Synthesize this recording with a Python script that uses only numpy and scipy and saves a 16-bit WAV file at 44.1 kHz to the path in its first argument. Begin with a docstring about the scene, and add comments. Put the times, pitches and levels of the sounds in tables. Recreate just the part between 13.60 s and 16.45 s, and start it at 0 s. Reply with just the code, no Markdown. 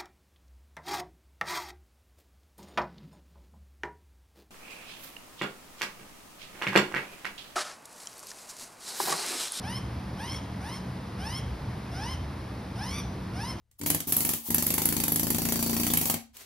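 """A pneumatic hammer drives a steel chisel into a stone block: three bursts, 23 to 29 blows a second.
It stands nearby in a small, booming workshop, heard through a stereo pair of microphones.
Every blow is a low thump of air, a dry crack of stone and a short, very high ring of steel.
Exhaust air hisses in time with the piston, and at the end the chisel lifts with a tick and a scrape."""
import sys
import numpy as np
from scipy import signal
from scipy.fft import rfft, irfft, next_fast_len
from scipy.io import wavfile

SR = 44100
rng = np.random.default_rng(int(sys.argv[2]) if len(sys.argv) > 2 else 0)


def output_pcm(signal):
    """Save a mono or channel-first signal as 16-bit PCM at the path in sys.argv[1].

    Samples are clipped to [-1, 1] before scaling.
    """
    pcm = np.clip(np.atleast_2d(signal).T, -1, 1) * 32767
    wavfile.write(sys.argv[1], SR, np.round(pcm).astype(np.int16))


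N = 125685


def amp(db):
    """Decibels to gain."""
    return 10 ** (np.asarray(db) / 20)


def unit_rms(x):
    """Scale to rms 1."""
    return x / np.sqrt(np.mean(x ** 2) + 1e-20)


def at_hz(points, hz):
    """Read a curve on a log frequency axis."""
    freqs, values = np.transpose(points)
    return np.interp(np.log(hz + 1), np.log(freqs + 1), values)


def at_time(points, s, outside=None):
    """Read a curve over time; its ends hold unless an outside value is given."""
    return np.interp(s, *np.transpose(points), left=outside, right=outside)


def filtered(x, response):
    """Apply a frequency response."""
    size = next_fast_len(N + SR // 2)
    return irfft(rfft(x, size) * response(np.fft.rfftfreq(size, 1 / SR)), size)[..., :N]


def noise(colour, width):
    """Coloured stereo noise of rms 1; width is side over mid."""
    mid, side = filtered(rng.standard_normal((2, N)), lambda hz: amp(at_hz(colour, hz)))
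    return unit_rms(np.array([mid + width * side, mid - width * side]))


def add(track, start_s, sound):
    """Mix a sound into a track at a time."""
    start = round(start_s * SR)
    part = track[..., start:start + sound.shape[-1]]
    part += sound[..., :part.shape[-1]]


# The quiet workshop: freq_hz, gain_db
ROOM_TONE_COLOUR = [(20, -24), (70, -2.5), (300, -35), (16000, -54)]

def room_tone(level_db=-68.5):
    """A faint, steady rumble lies under the work."""
    return amp(level_db) * noise(ROOM_TONE_COLOUR, width=0.23)


# Decay of the room: freq_hz, t60_s
REVERB_DECAY = [(260, 0.089), (700, 0.29), (6500, 0.27), (13000, 0.19)]
# What the room sends back to the microphones: freq_hz, gain_db
REVERB_COLOUR = [(100, -23), (280, -2.5), (650, -2), (1100, -4), (3000, -2), (12000, -5.5)]

def workshop_reverb(tool, predelay_s=0.007):
    """The room returns a short diffuse tail that changes as the tool moves."""
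    out = np.zeros((2, N))
    for part in np.array_split(np.arange(N), 16):  # each stretch gets its own tail
        hz, t, spectrum = signal.stft(rng.standard_normal((2, SR // 2)), SR, nperseg=256)
        t60 = at_hz(REVERB_DECAY, hz)[:, None]
        decay = amp(at_hz(REVERB_COLOUR, hz)[:, None] - 60 * t / t60)
        equal_energy = np.sqrt(2 * np.log(1000) / (t60 * SR))
        tail = signal.istft(spectrum * decay * equal_energy, SR, nperseg=256)[1]
        add(out, part[0] / SR + predelay_s, signal.fftconvolve(tool[:, part], tail, axes=1))
    return out


# The chisel leaving the block: time_s, level_db
SCRAPE_LEVEL = [(2.73, -71), (2.75, -52.5), (2.785, -55), (2.812, -46), (2.85, -59)]
# Steel rubbing on stone: freq_hz, gain_db
SCRAPE_SPECTRUM = [(500, 9.5), (4000, 9.9), (12000, 8.2)]

def scrape():
    """The chisel slides off the stone with a brief rasp."""
    return amp(at_time(SCRAPE_LEVEL, np.arange(N) / SR, outside=-120)) * noise(SCRAPE_SPECTRUM, width=0.58)


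# Air flow at the exhaust: time_s, level_db
EXHAUST_FLOW = [(.18, -77), (.193, -37.5), (.25, -55), (.268, -20.5), (.33, -39), (.38, -70), (.458, -84),
                (.474, -26), (.7, -24.5), (.75, -29.5), (.828, -45.5), (.866, -30.5), (.99, -27.5),
                (1.5, -30.5), (2.33, -25), (2.38, -27.5), (2.51, -23), (2.56, -45)]
# Its hiss: freq_hz, gain_db
EXHAUST_COLOUR = [(200, -20), (900, -2), (1500, -16), (5000, -7), (10000, -2.5), (11700, 4.5), (13300, 3),
                  (15300, 5)]

def exhaust(gain_db=-2, choke_lead_s=0.004, choke_width_s=0.009, choke_depth=0.8):
    """Spent air hisses out; the valve chokes it just before each blow."""
    t = np.arange(N) / SR
    flow = amp(gain_db + at_time(EXHAUST_FLOW, t, outside=-120))
    choke = sum(np.exp(-((t - s + choke_lead_s) / choke_width_s) ** 2) for s, *_ in HAMMER_BLOWS)
    return flow * (1 - choke_depth * choke) * noise(EXHAUST_COLOUR, width=0.65)


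# Weight behind the piston's stroke: time_s, level_db
STROKE_WEIGHT = [(.2, -41.5), (.27, -32), (.35, -32.5), (.405, -40.5), (.47, -32.5), (.74, -36),
                 (.9, -31.5), (1.04, -32), (1.2, -32), (2.33, -30), (2.55, -34.5)]
# The piston moves without striking: start_s
EMPTY_STROKES = [.204, .473, .496, .888]
# Low echoes of each thump: delay_s, gain
THUMP_ECHOES = [(.0078, .55), (0.0156, -0.82), (0.0336, -.25)]
# Booming modes of the workshop: pitch_hz, level_db, t60_s
ROOM_MODES = [(93.6, -20, 0.21), (151.5, -11.5, 0.18), (230.63, -12.5, 0.45), (257.6, -23.5, 0.32),
              (292, -13.5, 0.22), (496.3, -23, 0.16)]
# Colour of the thump with its echoes and boom: freq_hz, gain_db
THUMP_SPECTRUM = [(14, -6), (30, -3), (44, 1.5), (88, 5), (125, 4.5), (190, 0), (260, 2.5), (340, 0.5),
                  (430, 2)]

def piston_thumps(gain_db=5, idle_db=-6.5, pulse_hz=203.3, pitch_spread=0.061):
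    """Each piston stroke shoves out one pulse of air, which echoes and sets the room booming."""
    def pulse(t, hz):
        squared = (np.pi * hz * t) ** 2
        return (2 * squared - 1) * np.exp(-squared)

    out, t = np.zeros(N), np.arange(-SR // 50, SR // 2) / SR
    boom = sum(amp(db - 60 * abs(t) / t60) * np.sin(2 * np.pi * hz * t) for hz, db, t60 in ROOM_MODES)
    boom *= t > 0
    strokes = [(s, 0) for s, *_ in HAMMER_BLOWS] + [(s, idle_db) for s in EMPTY_STROKES]
    for s, extra_db in strokes:
        db = at_time(STROKE_WEIGHT, s) + extra_db + rng.standard_normal()
        hz = pulse_hz * np.exp(pitch_spread * rng.standard_normal())
        echoes = sum(gain * pulse(t - delay, hz) for delay, gain in THUMP_ECHOES)
        add(out, s + t[0], amp(db + gain_db) * (pulse(t, hz) + echoes + boom))
    return filtered(out, lambda hz: amp(at_hz(THUMP_SPECTRUM, hz)))


# The block answers with a full knock: start_s, level_db
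FULL_KNOCKS = [(1.18, -33), (2.498, -34)]

def block_knocks(pressed_db=-5.5, centre_hz=760, width_octaves=0.64, t60_s=0.046):
    """The block knocks dully, the more so the harder the tool is pressed on."""
    envelope, t = np.zeros(N), np.arange(SR // 8) / SR
    pressed = [(s, at_time(STROKE_WEIGHT, s) + pressed_db) for s, *_ in HAMMER_BLOWS]
    for s, db in pressed + list(FULL_KNOCKS):
        add(envelope, s, amp(db - 60 * t / t60_s))
    band = lambda hz: np.exp(-(np.log2((hz + 1) / centre_hz) / width_octaves) ** 2 / 2)
    body = filtered(rng.standard_normal((2, N)), band)
    return envelope * unit_rms(body + body.mean(axis=0))


# Large chips leaving the block: start_s, pitch_hz, level_db
LARGE_CHIPS = [(1.18, 2025, -26), (2.303, 3500, -24.5), (2.371, 3180, -27.5)]

def stone_chips(per_blow=3, small_db=-7.5, small_hz=2384, t60_s=0.016):
    """Every blow breaks off chips, each with its own stony pitch."""
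    out, t = np.zeros((2, N)), np.arange(SR // 20) / SR
    small = [(s + 0.002 * abs(lag), small_hz * 2 ** (tone / 2), db + small_db + 2 * size)
             for s, db, _ in HAMMER_BLOWS for lag, tone, size in rng.standard_normal((per_blow, 3))]
    for s, hz, db in small + list(LARGE_CHIPS):
        phase = 2 * np.pi * hz * t + rng.standard_normal((2, 1))
        add(out, s, amp(db - 60 * t / t60_s) * np.sin(phase))
    return out


def grit(depth_db=0.56, grain_s=0.0005):
    """A slight, fast flutter of gain: the stone breaks in tiny chips."""
    grain_index = np.arange(N) / SR / grain_s
    return unit_rms(amp(depth_db * np.interp(grain_index, np.arange(N), rng.standard_normal(N))))


# Blows on the block, which time the whole tool: start_s, crack_db, ring_db
HAMMER_BLOWS = [(0.2141, -38.5, -51), (0.235, -46, -37), (0.262, -30, -27), (0.3024, -25.5, -19),
                (0.347, -30, -20.5), (0.404, -34, -30.5), (0.523, -29, -16), (0.566, -32.5, -15.5),
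                (0.606, -30, -24), (0.6497, -32, -22), (0.691, -29.5, -21), (0.736, -31, -24),
                (0.905, -32, -24), (0.945, -29.5, -14.5), (0.9824, -28, -27), (1.0242, -32, -21),
                (1.066, -31.5, -20.5), (1.1047, -29.5, -23.5), (1.14, -31.5, -21.5), (1.181, -29, -22.5),
                (1.219, -30.5, -26), (1.255, -30, -14.5), (1.2888, -31, -22), (1.3253, -33, -24),
                (1.3667, -29.5, -27.5), (1.4017, -32, -25), (1.4374, -28.5, -20.5), (1.481, -32, -20),
                (1.5201, -36, -17.5), (1.5597, -29.5, -18.5), (1.596, -30.5, -23), (1.632, -32, -23.5),
                (1.669, -33, -34), (1.704, -29, -18.5), (1.747, -31, -30), (1.784, -33, -25.5),
                (1.819, -35, -33), (1.8533, -30.5, -35), (1.888, -31.5, -46), (1.9225, -29.5, -22),
                (1.9578, -33, -44), (1.9925, -34, -44), (2.027, -29, -26.5), (2.0624, -35, -38),
                (2.0961, -33, -33), (2.131, -34.5, -39), (2.1662, -32, -50), (2.1991, -33.5, -32),
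                (2.234, -30, -35), (2.267, -29.5, -30), (2.3031, -35, -41), (2.3367, -26, -20.5),
                (2.373, -29, -16.5), (2.4137, -31.5, -24.5), (2.456, -30, -23), (2.499, -27.5, -24),
                (2.5415, -31.5, -29)]
# Light touches of the tool: start_s, level_db
TOOL_TICKS = [(.114, -65), (2.769, -46)]
# Breaking stone: freq_hz, gain_db
STONE_COLOUR = [(200, -18), (600, -0.5), (1500, -5.5), (2200, 0.5), (3600, -2.5), (5200, -1.5), (7500, 4),
                (10000, 2.5), (15300, 0)]

def stone_cracks(gain_db=5, lead_db=0.5, lead_s=0.0011,
                 snap_db=-0.5, snap_t60_s=0.0071, crumble_t60_s=0.047):
    """The edge bites: a brief lead-in, a hard snap, then crumbling stone."""
    envelope, t = np.zeros(N), np.arange(-SR // 100, SR // 10) / SR
    lead_in = amp(lead_db) * np.exp(-abs(t) / lead_s)
    snap = amp(snap_db - 60 * abs(t) / snap_t60_s)
    crumble = amp(-60 * abs(t) / crumble_t60_s)
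    shape = np.where(t < 0, lead_in, snap + crumble)
    for s, db, *_ in list(HAMMER_BLOWS) + list(TOOL_TICKS):
        add(envelope, s + t[0], amp(db + gain_db) * shape)
    return envelope * grit() * noise(STONE_COLOUR, width=0.9)


# Longer tones of the steel: pitch_hz, level_db, t60_s
STEEL_MODES = [(4567, -11.5, 0.1), (5880, -16, 0.13), (10900, -14, 0.062)]
# Swell of those tones: time_s, gain_db
MODE_SWELL = [(1.7, 4), (2.1, 10.5), (2.45, 3)]
# Crowded high modes of the steel: freq_hz, gain_db
SHIMMER_COLOUR = [(5000, -34), (10100, -9.5), (10750, 15.5), (11800, 13), (14300, 4.5), (15500, 0.5)]

def chisel_ring(clink_db=10, clink_hz=11750, spread_hz=400, clink_t60_s=0.011,
                shimmer_db=7.5, shimmer_t60_s=0.022, attack_s=0.0018):
    """Struck steel: a clink whose pitch shifts with the contact, a shimmer and a few longer tones."""
    out, shimmer, t = np.zeros((2, N)), np.zeros(N), np.arange(SR // 8) / SR
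    rise = 1 - np.exp(-t / attack_s)
    for s, _, ring_db in HAMMER_BLOWS:
        pitch_hz = clink_hz + spread_hz * rng.standard_normal()
        drift = 0.12 * np.cumsum(rng.standard_normal(len(t)))  # wandering phase blurs each tone
        phase = 2 * np.pi * pitch_hz * t + drift + rng.normal(0, 0.17, (2, 1))
        ring = amp(ring_db + clink_db - 60 * t / clink_t60_s) * np.sin(phase)
        drive_db = at_time(STROKE_WEIGHT, s) + at_time(MODE_SWELL, s)
        for hz, mode_db, t60 in STEEL_MODES:
            phase = 2 * np.pi * (hz * t + rng.random((2, 1))) + drift
            ring += amp(drive_db + mode_db + rng.normal(0, 2) - 60 * t / t60) * np.sin(phase)
        add(out, s, ring * rise)
        add(shimmer, s, amp(ring_db + shimmer_db - 60 * t / shimmer_t60_s) * rise)
    return out + shimmer * noise(SHIMMER_COLOUR, width=0.17)


def scene():
    """The hammer at work in its room, over a faint rumble."""
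    tool = piston_thumps() + stone_cracks() + stone_chips() + block_knocks() + chisel_ring()
    tool += exhaust() + scrape()
    return tool + workshop_reverb(tool) + room_tone()


# Left microphone against right: freq_hz, left_minus_right_db
MIC_BALANCE = [(200, 3), (700, 4), (4500, 1.5), (7000, 2), (11700, -3), (15600, 5.5)]
# Top end of both microphones: freq_hz, gain_db
MIC_ROLL_OFF = [(15700, 0), (16000, -25), (16600, -32)]

def record(dry, left_lead_s=0.00009, top_hz=16800):
    """The two microphones differ in colour, the left hears the bass first, and the top falls steeply."""
    sides = np.array([[0.5], [-0.5]])
    colour = lambda hz: amp(at_hz(MIC_BALANCE, hz) * sides + at_hz(MIC_ROLL_OFF, hz))
    lead = lambda hz: np.exp(2j * np.pi * np.minimum(hz, 600) * left_lead_s * sides)
    return filtered(dry, lambda hz: colour(hz) * lead(hz) * (hz < top_hz))


dry = scene()
out = record(dry)
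output_pcm(out)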